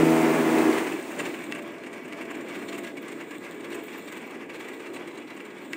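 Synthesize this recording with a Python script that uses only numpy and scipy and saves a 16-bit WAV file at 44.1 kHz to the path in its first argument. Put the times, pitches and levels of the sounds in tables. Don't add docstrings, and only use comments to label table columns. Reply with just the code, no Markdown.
import sys
import numpy as np
from scipy import signal
from scipy.fft import rfft, irfft
from scipy.io import wavfile
from scipy.ndimage import uniform_filter1d

SR = 44100
rng = np.random.default_rng(int(sys.argv[2]) if len(sys.argv) > 2 else 0)


def attenuation_scalar(level_db):
    decades = np.asarray(level_db, float) / 20
    return 10 ** decades


def store_pcm(level_fs):
    pcm = np.round(np.clip(level_fs, -1, 1) * 32767).astype(np.int16)
    wavfile.write(sys.argv[1], SR, np.atleast_2d(pcm).T)


N = 254016
TIME_S = np.arange(N) / SR

# frequency in Hz, level in dB per Hz.
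HOLLOW_SPECTRUM = [(24, -98), (40, -52), (108, -22.5), (210, -7.5), (237, -5), (290, -2.5), (350, 1),
                   (395, -5), (428, -4.5), (545, -11.5), (591, -13), (806, -19.5), (1000, -22), (1300, -31),
                   (2200, -120)]
# frequency in Hz, level in dB per Hz.
PANEL_SPECTRUM = [(350, -34), (600, -1.5), (636, -13), (806, -6), (1150, -2.5), (1330, -7), (1500, -3.5),
                  (1920, -2.5), (2290, -1), (2490, -3.5), (2810, -5), (3160, -13.5), (4500, -27),
                  (5850, -39.5), (9900, -120)]
# frequency in Hz, level in dB per Hz.
HISS_SPECTRUM = [(2060, -47), (3500, 7), (4200, -2.5), (5110, -33), (5720, -15), (6280, -20.5), (6910, 0.5),
                 (7640, 2), (8340, 3), (9580, -13.5), (12000, -21), (13200, -10), (15100, -0.5),
                 (15800, -23)]
# frequency in Hz, width in Hz, level in dB.
SHEET_MODES = [(1160, 24, -18), (1635, 28, -3.5), (1950, 91, -4.5), (2224, 46, -1), (2470, 196, -15),
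               (2686, 37, -4.5), (3368, 220, -14), (3500, 43, -29), (4190, 21, -17), (6600, 67, -20.5),
               (7180, 120, -19.5), (8260, 350, -19.5)]
COVER_RESTS = [2.45, 2.93, 3.26, 3.4, 4.03, 4.47, 4.98, 5.045, 5.6, 5.69]


def chopping(blade_passes):
    # multiple of the blade rate, level in dB.
    blow_harmonics = [(1, -46), (2, -26), (3, -7.5), (4, 0), (5, -14), (6, -9), (7, -12), (8, -11.5),
                      (9, -17), (10, -24), (11, -15), (12, -23), (13, -27)]
    # frequency in Hz, level in dB per Hz.
    stalk_spectrum = [(40, -70), (75, -42), (110, -28), (190, -15), (260, -4), (330, 0), (420, -5),
                      (520, -10), (700, -12), (1000, -13), (1400, -17), (2200, -15), (3200, -30),
                      (4500, -60)]
    # frequency in Hz, level in dB per Hz.
    spray_spectrum = [(1470, -21), (2500, -0.5), (2830, -4.5), (3880, -11.5), (5320, -15), (8380, -10),
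                      (10800, -20.5), (13500, -21), (15200, -13), (15800, -16)]
    # time in seconds, change of level
    # in dB.
    stalk_wads = [(.035, 8.5), (.085, 4), (.235, 1), (.297, 2), (.39, 3.5), (.55, 1.5), (.597, 2),
                  (.625, 2), (.668, 5), (.7, 8), (.75, 3.5), (.79, -4), (.85, -1), (.94, 6.5), (1.004, 6)]
    blows_db, stalks_db, spray_db = feeding()

    passes = blade_passes + .45 + .005 * walk(40)
    hit = np.flatnonzero(np.diff(np.floor(passes)) > 0)
    blows = np.zeros(N)
    blows[hit] = attenuation_scalar(.8 * rng.standard_normal(len(hit)))
    harmonics = [(82.2 * k, db) for k, db in blow_harmonics]
    blows = hood(colour(blows, [(40, -58)] + harmonics + [(1400, -26.5), (2500, -51.5)]))

    gate = 5.1 + np.exp(-(passes % 1) / 2.9)
    tearing = rng.standard_normal(N) * gate * attenuation_scalar(walk(26.1))
    stalks = colour(tearing, stalk_spectrum) + attenuation_scalar(-17.5) * ring(tearing, SHEET_MODES[:6])
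    spray = colour(grit(0.94) * (4 + gate) * attenuation_scalar(0.35 * walk(20.2)), spray_spectrum)

    wad_s = .016
    wads_db = sum(db * np.exp(-((TIME_S - s) / wad_s) ** 2) for s, db in stalk_wads)
    body = lift(attenuation_scalar(blows_db) * blows + attenuation_scalar(stalks_db) * stalks, 314, 150, wads_db)
    return body + attenuation_scalar(spray_db) * spray


def feeding():
    # time in seconds, load in dB, blade bite in dB.
    bundle = [
        (0, -19, -6),
        (.1, -19, 0.5),
        (.36, -20.5, -3.5),
        (.46, -21.5, -4.5),
        (.58, -19.5, -2),
        (.68, -20.5, -4),
        (.8, -23.5, -5.5),
        (.94, -33.5, -14),
        (1.06, -42.5, -15),
    ]
    load_db, bite_db = curves(bundle)
    clearing_db_s = 150
    load_db = load_db - clearing_db_s * np.maximum(TIME_S - bundle[-1][0], 0)

    wisp_start_s, wisp_rise_s, wisp_hold_s = 1.038, 0.034, 0.26
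    wisp_db, wisp_fall_db_s = -38, 111
    falling_s = np.maximum(TIME_S - wisp_start_s - wisp_hold_s, 0)
    wisp = np.clip((TIME_S - wisp_start_s) / wisp_rise_s, 0, 1) * attenuation_scalar(wisp_db - wisp_fall_db_s * falling_s)

    total_db = 10 * np.log10(attenuation_scalar(load_db) ** 2 + wisp ** 2 + 1e-12)
    stalks_db = total_db - 5 - 0.35 * bite_db
    spray_db = -39 + 0.61 * (total_db + 22.0)
    return load_db + bite_db, stalks_db, spray_db


def hood(blows):
    upper = signal.lfilter(*signal.iirpeak(800, 1, SR), blows)
    turn = 2 * np.pi * np.fft.rfftfreq(N)
    smear = 1
    for lag in (97, 173):
        delay = np.exp(-1j * turn * lag)
        smear = smear * (delay - .6) / (1 - .6 * delay)
    blows = blows - upper + irfft(rfft(upper) * smear, N)
    for k in range(5, 13):
        blows = lift(blows, 80.5 * k, 50, 2 * np.tanh(walk(7)))
    return blows


def drone(blade_passes):
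    start_db, sag_db_s, hold_db = -28, 23, -40
    end_s, stop_db_s = 0.62, 136
    db = np.maximum(start_db - sag_db_s * TIME_S, hold_db) - stop_db_s * np.maximum(TIME_S - end_s, 0)
    return np.sqrt(2) * attenuation_scalar(db + walk(20)) * np.sin(4 * np.pi * blade_passes)


def rattles():
    # time in seconds, peak level in dB.
    edge_flicks = [(1.3353, -51), (1.4305, -51), (1.4799, -53), (1.5797, -53), (1.6226, -51), (1.675, -57),
                   (1.7159, -55), (1.8336, -58), (1.9718, -54), (2.0297, -58), (2.0771, -54), (2.2088, -57),
                   (2.309, -53), (2.3724, -53), (2.4856, -58), (2.5525, -51), (2.7236, -55), (2.7515, -54),
                   (2.781, -43), (2.8274, -54), (2.8807, -52), (2.9735, -56), (3.0204, -47), (3.1182, -54),
                   (3.201, -53), (3.5507, -55), (3.6445, -56), (3.6994, -54), (3.7468, -46), (3.8336, -47),
                   (3.863, -48), (3.9318, -52), (3.9792, -45), (4.1184, -52.5), (4.1688, -48),
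                   (4.2636, -54), (4.306, -58), (4.535, -54), (4.5943, -53), (4.6816, -52), (4.7355, -51),
                   (4.8597, -60), (4.9351, -50), (5.0817, -59), (5.3431, -54), (5.4105, -56), (5.4524, -53),
                   (5.5043, -64), (5.617, -55), (5.7233, -55)]
    flick_db, flick_ms, rise_share = 1, 15, 0.42
    flicks = [(s, db + flick_db - 30, 0, 0, 30, flick_ms) for s, db in edge_flicks]

    power = np.zeros((4, N + SR))
    age_ms = np.arange(SR // 5) / SR * 1000
    for s, db, *parts_db, ms in list(contacts()) + flicks:
        ms = max(ms, 3)
        rise = 1 - np.exp(-(age_ms / (rise_share * ms)) ** 2)
        shape = rise * (np.exp(-(age_ms / (1.35 * ms)) ** 4) + .4 * np.exp(-age_ms / 35))
        start = int((s - .007) * SR)
        peaks = attenuation_scalar(db + np.array([0, *parts_db]))[:, None]
        power[:, start:start + len(age_ms)] += (peaks * shape) ** 2
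    flutter_db = 1.6 * walk(170) + [1.1 * walk(70) for _ in power]
    treble, panel, bracket, edge = np.sqrt(power[:, :N]) * attenuation_scalar(flutter_db)

    out = chatter(-15.0, grit(0.87), treble, band(HISS_SPECTRUM, 6200, 9600))
    out += chatter(-17, grit(0.87), bracket, band(HISS_SPECTRUM, 5000, 6200))
    out += chatter(-9, rng.standard_normal(N), panel, band(HOLLOW_SPECTRUM, 236, 570))
    out += chatter(-10.5, grit(1.1), edge, band(HISS_SPECTRUM, 12600, 16000))
    out += chatter(-18.5, grit(1.1), edge, band(HISS_SPECTRUM, 9500, 13300))
    out += chatter(-4.0, grit(0.97), bracket, [(2600, -24), (3200, -2.0), (4400, -9.0), (5200, -25.5)])
    out += chatter(-7.5, grit(1.9), panel, band(PANEL_SPECTRUM, 600, 3170))

    catch_faces_s, catch_span_s = 5.2, 0.39
    facing_db = -10 * ((TIME_S - catch_faces_s) / catch_span_s) ** 2
    catch = ring(grit(3.1) * bracket, [(3960, 110, 0), (3340, 50, -3)])
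    out += attenuation_scalar(-4 + facing_db) * catch * np.std(bracket)

    for part, lo_hz, hi_hz, db in (panel, 0, 3000, -8), (bracket, 3000, 5000, -12), (treble, 5000, SR, -12):
        modes = [mode for mode in SHEET_MODES if lo_hz < mode[0] < hi_hz]
        out += attenuation_scalar(db) * ring(grit(3.7) * part, modes) * np.std(part)
    return out


def chatter(db, noise, envelope, spectrum):
    return attenuation_scalar(db) * colour(noise * envelope, spectrum) * np.std(envelope)


def contacts():
    # time in seconds, treble peak in dB, panel minus treble in dB, length in ms.
    stalk_knocks = [
        (.5108, -40, -7, 12),
        (.588, -29.5, 2, 4.5),
        (0.729, -30.5, 3, 8.1),
        (0.78, -32.5, 9.5, 12),
        (0.87, -36.5, 9.5, 12.4),
        (.918, -39, 9, 19),
        (1.0226, -45, 12, 14),
        (1.1084, -41.5, 9, 21),
        (1.185, -33, 4, 27),
        (1.251, -37.5, 7.5, 21),
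    ]
    # time in seconds, treble peak in dB, panel minus treble in dB, length in ms.
    hard_rattles = [(1.44, -36, 1.5, 11), (1.514, -43, 8, 15), (1.549, -40.5, 6, 19), (1.623, -42, 1.5, 14),
                    (3.4382, -45.5, 8.5, 26), (2.123, -46.5, 11, 12), (2.2126, -39, 10, 16.3),
                    (5.3962, -51, 13.5, 23), (2.485, -43.5, 8, 27), (5.074, -44, 7, 14),
                    (2.683, -39.5, 6, 19), (2.7245, -41.5, 8.5, 16), (2.7457, -40, 5, 13),
                    (2.777, -40.5, 6.5, 18), (2.837, -40.5, 5, 19), (3.084, -41, 6, 11),
                    (3.115, -43.5, 9, 18), (3.2007, -45.5, 12.5, 17), (4.534, -43, 7.5, 32),
                    (3.7, -42.5, 10.5, 34), (3.744, -38, 5, 16.5), (3.8343, -45, 7, 16),
                    (4.682, -45.5, 8, 16), (4.074, -41.5, 4.5, 19), (4.1247, -40.5, 5.5, 13),
                    (4.166, -44.5, 11, 18), (4.6, -40.5, 5, 16), (4.935, -40, 2, 23), (5.176, -41, 2, 15),
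                    (5.725, -42.5, 4, 19)]
    # time in seconds, bracket peak in dB, treble minus bracket in dB.
    light_ticks = [(1.341, -41, -9), (1.583, -45.5, -5.5), (1.8362, -51, -5), (1.863, -51, -1.5),
                   (1.929, -43, -4), (2.0497, -47.5, -3.5), (2.0794, -51, -5), (2.2508, -48, -6),
                   (2.305, -47, -2), (2.345, -43, -6.5), (2.4074, -47.5, -5), (2.5494, -42, -4.5),
                   (2.5895, -44.5, -7), (2.6194, -44, -5), (2.868, -37, -12.5), (2.9714, -41.5, -8),
                   (3.308, -42.5, -7.5), (3.516, -44, -11), (3.6, -45.5, -10), (3.643, -41.5, -10),
                   (3.7898, -46, -8), (3.93, -40, -13), (3.9804, -44.5, -8), (4.2153, -46, -6),
                   (4.2692, -49, -10), (4.3061, -45, -10), (4.3485, -48, -9), (4.4094, -53, -8),
                   (4.7341, -41, -16), (4.7644, -49, -15), (4.7975, -43, -9), (4.8594, -44, -8.5),
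                   (4.959, -43, -7), (5.1094, -50, -9), (5.149, -51.5, -3), (5.2185, -53, -7),
                   (5.2729, -44, -22), (5.452, -40.5, -14.5), (5.5019, -46, -11), (5.5807, -46.5, -14),
                   (5.6475, -50.5, -6.5)]
    tick_db, tick_bracket_db, tick_ms = 6.5, -16.5, 16
    tap_db, tap_panel_db, tap_ms, tap_growth_db_s = -51, 9, 9.9, 1.3
    shaft_hz, lift_phase, lift_jitter_s, clear_s = 20.975, .42, .006, .026

    light = [(s, db + rel_db + tick_db, tap_panel_db, tick_ms) for s, db, rel_db in light_ticks]
    hard = np.array(light + stalk_knocks + hard_rattles)

    turn = np.arange(27, 121)
    timing, balance, length = np.clip(rng.standard_normal((3, len(turn))), -1.6, 1.6)
    s = (turn + lift_phase) / shaft_hz + lift_jitter_s * timing
    taps = np.transpose([s, tap_db + tap_growth_db_s * (s - 1),
                         tap_panel_db + 1.3 * balance, tap_ms * (1 + 0.33 * length)])
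    taken_s = np.append(hard[:, 0], COVER_RESTS)
    free = np.abs(s[:, None] - taken_s).min(axis=1) > clear_s
    rows = np.vstack([hard, taps[free]])

    scatter = np.tanh(rng.standard_normal((len(rows), 2))) * 1.6
    parts_db = [-11, -16] + scatter * [5.5, 3] - 0.11 * (rows[:, 1:2] - tap_db)
    parts_db[:len(light_ticks), 0] = tick_bracket_db - np.array(light_ticks)[:, 2]
    return np.hstack([rows[:, :3], parts_db, rows[:, 3:]])


def drum(blade_passes):
    # time in seconds, frame shake in dB, facing from outlet (0) to hood (1).
    swing = [(.9, -34, 0.14), (1.16, -40.5, 0.29), (1.2, -32, 0.081), (1.36, -37, 0.18), (1.87, -39, 0.29),
             (2.4, -36.5, 0.57), (2.56, -35.5, 0.26), (2.72, -36, 0.24), (3.32, -40, 0.64),
             (3.63, -38.5, 0.49), (3.78, -35, 0.84), (3.84, -40, 0.52), (4.2, -38.5, 0.34),
             (4.53, -40.5, 1), (4.84, -40.5, 1), (4.97, -37.5, 0.57), (5.34, -41.5, 0.33),
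             (5.76, -39, 0.12)]
    # multiple of shaft rate, level in dB, clearest moment in seconds, fade in dB per second either side.
    whir = [
        (8, -66, 1, 1.5),
        (12, -56, 2.6, 3),
        (14, -51, 2, 2),
        (16, -54, 1, 1.5),
        (20, -53, 1, 1),
        (28, -56.5, 1, 4.5),
        (32, -55, 2.1, 5),
    ]
    shake_db, facing = curves(swing)

    air = colour(rng.standard_normal(N) * attenuation_scalar(.6 * walk(12)), HOLLOW_SPECTRUM)
    air = lift(air, 348, 5.3, 5 - 4 * facing)
    boomy = lift(air, 190, 97, 2 - 5 * facing)
    rumble = lift(boomy, 426, 99, -6 + 10.5 * facing)

    tones = np.zeros(N)
    for k, db, clearest_s, fade_db_s in whir:
        tone_db = db + 40 + 6 - 7 * facing - fade_db_s * np.abs(TIME_S - clearest_s) + 3.8 * walk(9)
        shaft_turns = k * blade_passes / 4
        tones += attenuation_scalar(tone_db) * np.sin(2 * np.pi * (shaft_turns + .18 * walk(13)))

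    buzz = grit(0.63) * attenuation_scalar(2.1 * walk(29.78))
    panel = colour(buzz, PANEL_SPECTRUM) + attenuation_scalar(-6.5) * ring(buzz, SHEET_MODES[:9])
    hiss = colour(grit(2.9), HISS_SPECTRUM) * attenuation_scalar(3.5 * walk(4.58))
    panel_db = -46 + 0.74 * (shake_db + 40)
    hiss_db = -61.5 + .25 * (shake_db + 42.5)
    metal = attenuation_scalar(panel_db) * panel + attenuation_scalar(hiss_db) * hiss
    return attenuation_scalar(shake_db - 1.54) * (rumble + tones) + hush() * metal


def hush():
    rest_db, rest_s = -2.5, 0.019
    return attenuation_scalar(rest_db * sum(np.exp(-((TIME_S - s) / rest_s) ** 2) for s in COVER_RESTS))


def shed(cutter):
    t60_s, echo_db = .3, -13.5
    age_s = np.arange(SR // 2) / SR
    tail = rng.standard_normal(len(age_s)) * np.exp(-np.log(1000) * age_s / t60_s) * (age_s > .006)
    tail = signal.lfilter(*signal.butter(2, 1100, "high", fs=SR), tail)
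    tail = tail / np.sqrt(np.sum(tail ** 2))
    n = len(age_s)
    running = np.concatenate([cutter[n:0:-1], cutter])
    return attenuation_scalar(echo_db) * signal.fftconvolve(running, tail)[n:n + N]


def level(x, db):
    return x * attenuation_scalar(db) / np.sqrt(np.mean(x ** 2))


def curves(table):
    s, *columns = np.transpose(table)
    return [np.interp(TIME_S, s, column) for column in columns]


def colour(x, points):
    hz, db = np.transpose(points)
    grid = np.maximum(np.fft.rfftfreq(8192, 1 / SR), 1)
    grid_db = np.interp(np.log(grid), np.log(hz), np.maximum(db, -90))
    cep = irfft(grid_db * np.log(10) / 20)
    cep[1:4096] *= 2
    cep[4097:] = 0
    response = irfft(np.exp(rfft(cep)))
    return level(irfft(rfft(x) * rfft(response, N), N), 0)


def ring(x, modes):
    out = np.zeros(N)
    for hz, width, db in modes:
        turn_db = 5 * np.tanh(walk(22))
        out += signal.lfilter(*signal.iirpeak(hz, hz / width, SR), x * attenuation_scalar(db + turn_db))
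    return level(out, 0)


def lift(x, hz, width, db):
    return x + (attenuation_scalar(db) - 1) * signal.lfilter(*signal.iirpeak(hz, hz / width, SR), x)


def band(points, lo_hz, hi_hz):
    inside = [p for p in points if lo_hz <= p[0] <= hi_hz]
    return [(.8 * lo_hz, -60)] + inside + [(1.2 * hi_hz, -60)]


def walk(rate):
    k = int(SR / rate)
    held = np.repeat(rng.standard_normal(2000), k)[:N]
    return 1.3 * uniform_filter1d(uniform_filter1d(held, k), k)


def grit(spread_db):
    return rng.standard_normal(N) * attenuation_scalar(spread_db * rng.exponential(size=N))


def scene():
    # time in seconds, blade rate in Hz.
    drum_speed = [
        (0, 81),
        (.25, 80.6),
        (.5, 80.1),
        (.72, 79.6),
        (.84, 81.3),
        (.95, 82.8),
        (1.2, 83.7),
        (2, 83.9),
        (5.76, 83.9),
    ]
    blade_passes = np.cumsum(curves(drum_speed)[0]) / SR
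    cutter = chopping(blade_passes) + drum(blade_passes) + rattles()
    return (cutter + shed(cutter) + drone(blade_passes))[None]


def roll_off(x):
    return signal.sosfilt(signal.butter(12, 16880, fs=SR, output="sos"), x)


def record(dry):
    bass_hz, top_hz, seam_hz = 62, 15740, 7900
    push_db, push_s, ceiling = -22, .0015, .5
    heard = signal.sosfilt(signal.butter(2, bass_hz, "high", fs=SR, output="sos"), dry)
    heard = heard + attenuation_scalar(push_db) * np.exp(-TIME_S / push_s)
    heard = ceiling * np.tanh(heard / ceiling)
    heard = signal.sosfilt(signal.ellip(12, .3, 60, top_hz, fs=SR, output="sos"), heard)
    heard = signal.lfilter(*signal.iirnotch(seam_hz, 60, SR), heard)
    return roll_off(heard)


dry = scene()
out = record(dry)
store_pcm(out)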